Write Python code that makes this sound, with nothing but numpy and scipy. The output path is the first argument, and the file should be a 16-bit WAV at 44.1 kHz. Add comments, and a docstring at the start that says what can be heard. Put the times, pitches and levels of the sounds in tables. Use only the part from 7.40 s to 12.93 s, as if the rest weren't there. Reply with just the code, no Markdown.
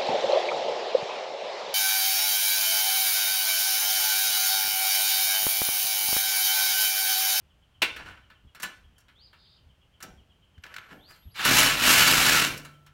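"""Throughout, a far bird chips (falling sines) and outdoor air rumbles and hisses with puffs of wind (noise).
A reciprocating saw's shoe lands on a galvanized steel tube at a garage mouth; shoe and blade knock, click and
slide (grain bursts into resonators). A nearer bird whistles and buzzes (gliding sines). The drive whines (sine),
the teeth catch and cut at full speed (grains and jolts paced by a crank), then the saw coasts to a stop."""
import sys
import numpy as np
from scipy import signal
from scipy.fft import rfft, irfft
from scipy.io import wavfile

SR = 44100
rng = np.random.default_rng(int(sys.argv[2]) if len(sys.argv) > 2 else 0)


def file_out(sig):
    """Save sig as 16-bit WAV at sys.argv[1]."""
    # one column per channel
    cols = np.atleast_2d(sig).T
    # limit, then scale
    lim = np.clip(cols, -1, 1)
    pcm = np.round(lim * 32767).astype(np.int16)
    wavfile.write(sys.argv[1], SR, pcm)


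N = 243869
TIME = np.arange(N) / SR
PULL_S, RELEASE_S = 3.938, 5.0453  # trigger pulled, let go

# bright hiss of teeth and small contacts: f/Hz, relative level/dB
HISS_SPECTRUM = [(3000, -26.5), (5000, -0.5), (6500, 1), (9000, -4), (10400, -6.5), (11500, -2),
                 (13500, -7.5), (16000, -7)]


def from_db(db):
    """Decibels to gain."""
    return 10 ** (np.asarray(db) / 20)


def rms_one(x):
    """Scale to an rms of one."""
    return x / np.sqrt(np.mean(x ** 2) + 1e-20)


def in_time(rows):
    """Each column of a curve, at every sample."""
    s, *columns = np.transpose(rows)
    return [np.interp(TIME, s, c) for c in columns]


def during(start, end, fade=0.027):
    """One between two times, with linear edges."""
    fade_in = np.clip((TIME - start) / fade, 0, 1)
    fade_out = np.clip((end - TIME) / fade, 0, 1)
    return fade_in * fade_out


def drift(rate):
    """Random curve with an rms of one and `rate` knots per second."""
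    knots = rng.standard_normal(4000)
    return rms_one(np.interp(TIME * rate, np.arange(len(knots)), knots))


def tone(hz, level):
    """A sine that follows a pitch and a level."""
    return level * np.sin(2 * np.pi * np.cumsum(hz) / SR)


def colour(x, spectrum):
    """Causal (minimum-phase) filter that keeps the power of white noise."""
    size = 4096
    hz, db = np.transpose(spectrum)
    bin_hz = np.arange(size // 2 + 1) * SR / size
    gain = rms_one(from_db(np.interp(np.log(bin_hz + 1), np.log(hz), db)))
    # fold the cepstrum onto positive times for minimum phase
    cepstrum = irfft(np.log(gain))
    cepstrum[1:size // 2] *= 2
    cepstrum[size // 2 + 1:] = 0
    impulse = irfft(np.exp(rfft(cepstrum)))
    return signal.oaconvolve(x, impulse)[:N]


def grains(per_s, spread_db):
    """Random tiny impacts of uneven size; rms one."""
    struck = rng.random(N) < per_s / SR
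    sign = rng.choice([-1, 1], N)
    size = from_db(spread_db * rng.standard_normal(N))
    return rms_one(struck * sign * size)


def chatter(times, levels_db, t60, rise_s=.0012):
    """Each contact is a burst of tiny rebounds that builds up quickly and dies away."""
    hits = np.zeros(N)
    hits[np.round(times * SR).astype(int)] = from_db(levels_db)
    force = signal.lfilter([1], [1, -from_db(-60 / (t60 * SR))], hits + 1e-18)
    keep = np.exp(-1 / (rise_s * SR))
    envelope = signal.lfilter([1 - keep], [1, -keep], force)
    return envelope * grains(per_s=14000, spread_db=-0.5)


def steel(x, ring_db, wander_db=0):
    """The broad sound plus the resonances it sets ringing; a moving contact feeds them unevenly."""
    # modes of tube and blade: f/Hz, width/Hz, relative level/dB
    steel_modes = [(1030, 30, -1), (1320, 20, 2), (1397, 25, 3), (1489, 16, 7), (1630, 260, -1),
                   (1742, 20, 7), (2173, 14, 7), (2268, 20, 7), (2361, 14, 7), (2521, 18, 7),
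                   (2727, 20, 12), (2800, 220, -3), (2950, 30, 7), (3588, 24, 4), (4010, 70, 2),
                   (4504, 30, 7), (5475, 18, 13), (5785, 16, 5), (7344, 18, 9), (8810, 100, 2),
                   (11080, 130, 6), (11950, 120, 1), (14650, 60, 1)]
    out = x.copy()
    for hz, width_hz, db in steel_modes:
        r = np.exp(-np.pi * width_hz / SR)
        poles = [1, -2 * r * np.cos(2 * np.pi * hz / SR), r * r]
        zeros = np.array([1, 0, -1]) * (1 - r * r) / 2
        drive = x * from_db(db + ring_db + wander_db * drift(30))
        out += signal.lfilter(zeros, poles, drive + 1e-18)
    return out


def cutting():
    """Teeth rake the tube in swells paced by the crank, which jolts saw and frame twice a turn."""
    # how hard the saw is leant on, easing once in mid-cut: t/s, relative level/dB
    feed_curve = [(4.06, -3.5), (4.19, 2), (4.37, -9.5), (4.49, 1.5), (4.72, -1), (4.94, -1.5),
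                  (5.04, -4.5)]
    # toothed scrape: f/Hz, relative level/dB
    rasp_spectrum = [(400, -17.5), (700, -8), (1000, -5.5), (1450, -2.5), (2000, -2), (2800, -3),
                     (4200, -4.5), (5200, -10.5), (8000, -41.5)]
    # shaken frame: f/Hz, relative level/dB
    shake_spectrum = [(20, -28.5), (38, -3.5), (80, 1.5), (130, 5), (190, 0.5), (260, 7.5), (400, -2.5),
                      (650, -1.5), (1000, -23.5)]
    catch_s, full_strokes_per_s = 4.055, 42
    rasp_db, hiss_db, hiss_feed_power = -21.5, -23, 1.5
    teeth_speed_power, lift_db_per_s = 1.57, 124
    shake_db, shake_speed_power, shake_feed_power = -34.5, 1.54, 0.67
    # drops while the teeth only skim the zinc, before they catch
    skim_rasp_db, skim_hiss_db, skim_shake_db = -5, -10.5, -18.5
    frame_share_db = -2

    speed, feed_db = crank_speed(), in_time(feed_curve)[0]
    skimming = np.clip((catch_s - TIME) / .02, 0, 1)
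    lift_db = -lift_db_per_s * np.maximum(TIME - RELEASE_S, 0)  # blade lifts off
    teeth = speed ** teeth_speed_power * from_db(lift_db)
    shaking_db = shake_db + shake_feed_power * feed_db + skim_shake_db * skimming
    shaking = speed ** shake_speed_power * from_db(shaking_db)

    turns = np.cumsum(full_strokes_per_s * speed * (1 + .04 * drift(25))) / SR
    angle = 2 * np.pi * turns
    # the scrape swells twice a turn, together with the jolts, every other swell stronger
    bite_db = .5 * np.cos(2 * angle) + 0.38 * np.cos(angle) + 1.62 * drift(240)
    bite = rms_one(from_db(bite_db))
    rasp_level = teeth * from_db(rasp_db + feed_db + skim_rasp_db * skimming)
    rasp = rasp_level * colour(bite * grains(per_s=16000, spread_db=1.0), rasp_spectrum)
    hiss_level = teeth * from_db(hiss_db + hiss_feed_power * feed_db + skim_hiss_db * skimming)
    hiss = hiss_level * colour(bite * grains(per_s=20000, spread_db=3.5), HISS_SPECTRUM)

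    half_turns = np.diff(np.floor(2 * turns), prepend=0) * np.sqrt(SR / (2 * full_strokes_per_s))
    jolts = half_turns * (np.cos(angle) + .5 + 1.22 * rng.standard_normal(N))
    rumble = 0.95 * bite * rng.standard_normal(N)
    shake = shaking * colour(0.5 * jolts + rumble, shake_spectrum)
    cut = steel(rasp + hiss + shake, ring_db=-5, wander_db=3.0)
    return cut + frame(from_db(frame_share_db) * shaking)


def crank_speed():
    """Share of full speed: the motor runs up while the trigger is held, then coasts."""
    spin_up_s, coast_s = .06, 0.16  # time constants
    run_up = 1 - np.exp(-np.maximum(TIME - PULL_S, 0) / spin_up_s)
    return run_up * np.exp(-np.maximum(TIME - RELEASE_S, 0) / coast_s)


def frame(shaking):
    """The frame stores the shaking level in long modes, wavering sines that ring on after the cut."""
    # long rings of the whole frame: f/Hz, relative level/dB, t60/s
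    frame_modes = [(146, -14, 1.6), (1335, -23, 1.8)]
    out = np.zeros(N)
    for hz, db, t60 in frame_modes:
        keep = from_db(-60 / (t60 * SR))
        swing = signal.lfilter([1 - keep], [1, -keep], shaking)
        out += from_db(db) * swing * np.sin(2 * np.pi * hz * TIME + 0.32 * drift(24))
    return out


def landing():
    """The shoe comes down on the tube with a hard clank and bounces."""
    # contacts of the shoe: t/s, relative level/dB
    shoe_hits = [(0.4185, -9), (0.426, -22.5), (0.561, -31), (0.6585, -45)]
    # shoe on steel: f/Hz, relative level/dB
    shoe_spectrum = [(100, -29), (310, -8.5), (600, -13.5), (1000, -14), (1700, -10.5), (2250, -3),
                     (2700, -3), (3300, -8.5), (4300, -12.5), (7000, -22.5), (16000, -28.5)]
    s, hit_db = np.transpose(shoe_hits)
    return steel(colour(chatter(s, hit_db - 8, t60=0.091), shoe_spectrum), ring_db=-2)


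def knocks():
    """The blade taps the tube: clank, ringing bright edge, thud of the saw's body; two dull bumps add thuds."""
    # blade taps: t/s, relative level/dB, treble relative to the tap/dB
    taps = [(0.563, -32, -18.5), (0.9, -39.5, -25), (1.1478, -33.5, -12.5), (1.1983, -31.5, -9),
            (1.2212, -38, 5.5), (1.2295, -18.5, -8), (1.5808, -51, -2), (1.6027, -60, 1), (1.682, -43, -22),
            (1.929, -40.5, -28), (2.603, -37, -12), (2.6248, -32.5, -0.5), (3.9902, -16.5, -30.5),
            (4.0499, -7, -7.5), (5.1747, -42, 6.5), (5.2478, -32, -9.5), (5.463, -43, -8)]
    # dull bumps of the saw's body: t/s, relative level/dB
    body_bumps = [(2.633, -49.5), (3.516, -48.5)]
    # clank: f/Hz, relative level/dB
    clank_spectrum = [(300, -24), (1000, -1), (1500, 4), (2700, -4), (4200, -5), (6000, -23.5),
                      (12000, -25)]
    # body thud: f/Hz, relative level/dB
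    thud_spectrum = [(60, -7), (130, -0.5), (230, 6.5), (400, -1), (750, -1), (1500, -33)]
    s, tap_db, treble_db = np.transpose(taps)
    clank = colour(chatter(s, tap_db - 14.5, t60=0.15), clank_spectrum)
    edge = colour(chatter(s, tap_db + treble_db - 5.5, t60=0.059), HISS_SPECTRUM)
    tap_thud = chatter(s, tap_db - 29.5, t60=0.32)
    bump_thud = chatter(*np.transpose(body_bumps), t60=0.46, rise_s=0.0035)
    thud = colour(tap_thud + bump_thud, thud_spectrum)
    return steel(clank + thud, ring_db=-3.5) + steel(edge, ring_db=0.5)


def clicks():
    """Small dry contacts of trigger and crank play in the housing barely reach the tube."""
    # contacts: t/s, relative level/dB
    housing_contacts = [(3.179, -50), (3.237, -30.5), (3.263, -37), (3.3404, -30), (3.363, -25.5),
                        (3.382, -31.5)]
    # dry tick: f/Hz, relative level/dB
    tick_spectrum = [(300, -33), (1100, -12), (1600, 0.5), (2200, -4.5), (3000, -8), (5000, -14),
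                     (10000, -29)]
    s, contact_db = np.transpose(housing_contacts)
    tick = colour(chatter(s, contact_db - 4, t60=0.024), tick_spectrum)
    edge = colour(chatter(s, contact_db - 30, t60=0.037), HISS_SPECTRUM)
    return steel(tick + edge, ring_db=-9)


def sliding():
    """Shoe and teeth catch and skip on the zinc as pressure builds and fades; each slide ends the last."""
    # light slides: t of firmest pressure/s, relative level/dB, fade/(dB/s), hiss relative to scrape/dB
    slides = [(0.595, -46.5, 178, -28), (0.688, -47, 166, -25), (3.257, -55.5, 21, -33),
              (3.526, -54.5, 247.5, -34), (3.71, -56.5, 227.5, -3)]
    # scrape: f/Hz, relative level/dB
    scrape_spectrum = [(100, -4), (400, -7), (900, -5), (1600, -3), (2600, -7.5), (4000, -16.5),
                       (7000, -23), (16000, -40)]
    rise_db_per_s = 330
    catches = from_db(1.8 * drift(90)) * grains(per_s=5000, spread_db=3.0)
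    scrape, hiss = colour(catches, scrape_spectrum), colour(catches, HISS_SPECTRUM)
    ends = [row[0] for row in slides[1:]] + [PULL_S]
    out = np.zeros(N)
    for (s, db, fade, hiss_db), end in zip(slides, ends):
        drop_db = np.maximum(rise_db_per_s * (s - TIME), fade * (TIME - s))
        pressure = from_db(db - drop_db) * during(s - .045, end + 0.018)
        out += pressure * (scrape + from_db(hiss_db) * hiss)
    return steel(out, ring_db=-4.5)


def drive_whine(start_hz=11456, start_db=-72):
    """The speed control switches the motor current audibly while the trigger is half pressed."""
    glide_hz = -350 * np.clip((TIME - 3.91) / .035, 0, 1)
    pitch = start_hz + glide_hz + 12 * drift(90)
    level = from_db(start_db + 6.2 * (TIME > 3.79))
    return tone(pitch, level * during(3.22, 3.955, fade=.005))


def birds():
    """A far bird chips steadily; a nearer one whistles arches and follows the first with a buzz."""
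    # arched whistles: t/s, relative level/dB, length/s, top of arch f/Hz
    whistles = [(1.747, -56.5, 0.14, 4970), (3.583, -56.5, 0.17, 4890), (3.809, -66, .045, 3650),
                (3.894, -63, 0.041, 4900)]
    first_chip_s, chip_every_s, chip_length_s = .092, .1218, .042
    chip_db, chip_hz, chip_fall_hz = -65, 3260, 500
    foot_hz, foot_db, arch_skew = 3170, -5.5, 1.8  # feet softer than top; top late in the arch

    chip = np.minimum((TIME - first_chip_s) % chip_every_s / chip_length_s, 1)
    chip_pitch = chip_hz - chip_fall_hz * chip ** 2 + 130 * drift(350)
    out = tone(chip_pitch, from_db(chip_db + 2 * drift(1.8)) * np.sin(np.pi * chip))
    for start, db, length, top_hz in whistles:
        arch = np.sin(np.pi * np.clip((TIME - start) / length, 0, 1) ** arch_skew)
        pitch = foot_hz + (top_hz - foot_hz) * arch + 90 * drift(350)
        level = from_db(db + foot_db * (1 - arch))
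        out += tone(pitch, level * during(start, start + length, fade=.012))
    trill = np.sin(2 * np.pi * 78 * TIME)
    buzz_pitch = 4250 + 720 * trill + 90 * drift(400)
    return out + tone(buzz_pitch, from_db(-61.5) * during(1.947, 2.205, fade=0.057))


def outdoors():
    """Distant rumble and hiss, with small puffs of wind on the microphone."""
    # steady air: f/Hz, relative level/dB
    air_spectrum = [(20, -18), (65, 0.5), (150, -8.5), (300, -19.5), (1300, -23.5), (2200, -27.5),
                    (3000, -22.5), (3800, -33), (16000, -46.5)]
    # puffs: t of peak/s, level/dB, Gaussian width/s
    puffs = [(0.627, -54, 0.14), (1.06, -47.5, 0.014), (1.45, -56, 0.057), (2.272, -56.5, 0.054),
             (2.74, -51.5, 0.059), (3.186, -49, 0.011), (3.872, -45.5, 0.019)]
    # puff noise: f/Hz, relative level/dB
    puff_spectrum = [(20, -14), (45, 0.5), (75, 6), (130, -7), (250, -17.5), (2000, -75)]
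    air = from_db(-63.5) * colour(rng.standard_normal(N), air_spectrum)
    gusts = sum(from_db(db) * np.exp(-.5 * ((TIME - s) / width) ** 2) for s, db, width in puffs)
    return air + gusts * colour(rng.standard_normal(N), puff_spectrum)


def garage(x, wet_db, t60, treble_t60, crossover_hz=4500):
    """Adds a diffuse tail from floor and walls, its treble dying first."""
    t = TIME[:SR]
    noise = rng.standard_normal(SR)
    dull = signal.sosfilt(signal.butter(1, crossover_hz, fs=SR, output="sos"), noise)
    dull_tail = dull * from_db(-60 * t / t60)
    treble_tail = (noise - dull) * from_db(-60 * t / treble_t60)
    tail = (dull_tail + treble_tail) * (t > .005)
    return x + from_db(wet_db) * signal.oaconvolve(x, tail / np.linalg.norm(tail))[:N]


def scene():
    """Saw and steel close by, birds and air from outside."""
    contacts = cutting() + landing() + knocks() + clicks() + sliding()
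    work = garage(contacts, wet_db=-10, t60=0.4, treble_t60=0.13)
    calls = garage(birds(), wet_db=-1.5, t60=.35, treble_t60=0.34)
    return (work + drive_whine() + calls + outdoors())[None]


def record(dry):
    """The loudest peaks are rounded off and the top is cut steeply."""
    ceiling, cutoff_hz = .47, 15900
    rounded = dry / (1 + (dry / ceiling) ** 6) ** (1 / 6)
    lowpass = signal.ellip(12, .1, 80, cutoff_hz, fs=SR, output="sos")
    return signal.sosfilt(lowpass, rounded)


dry = scene()
out = record(dry)
file_out(out)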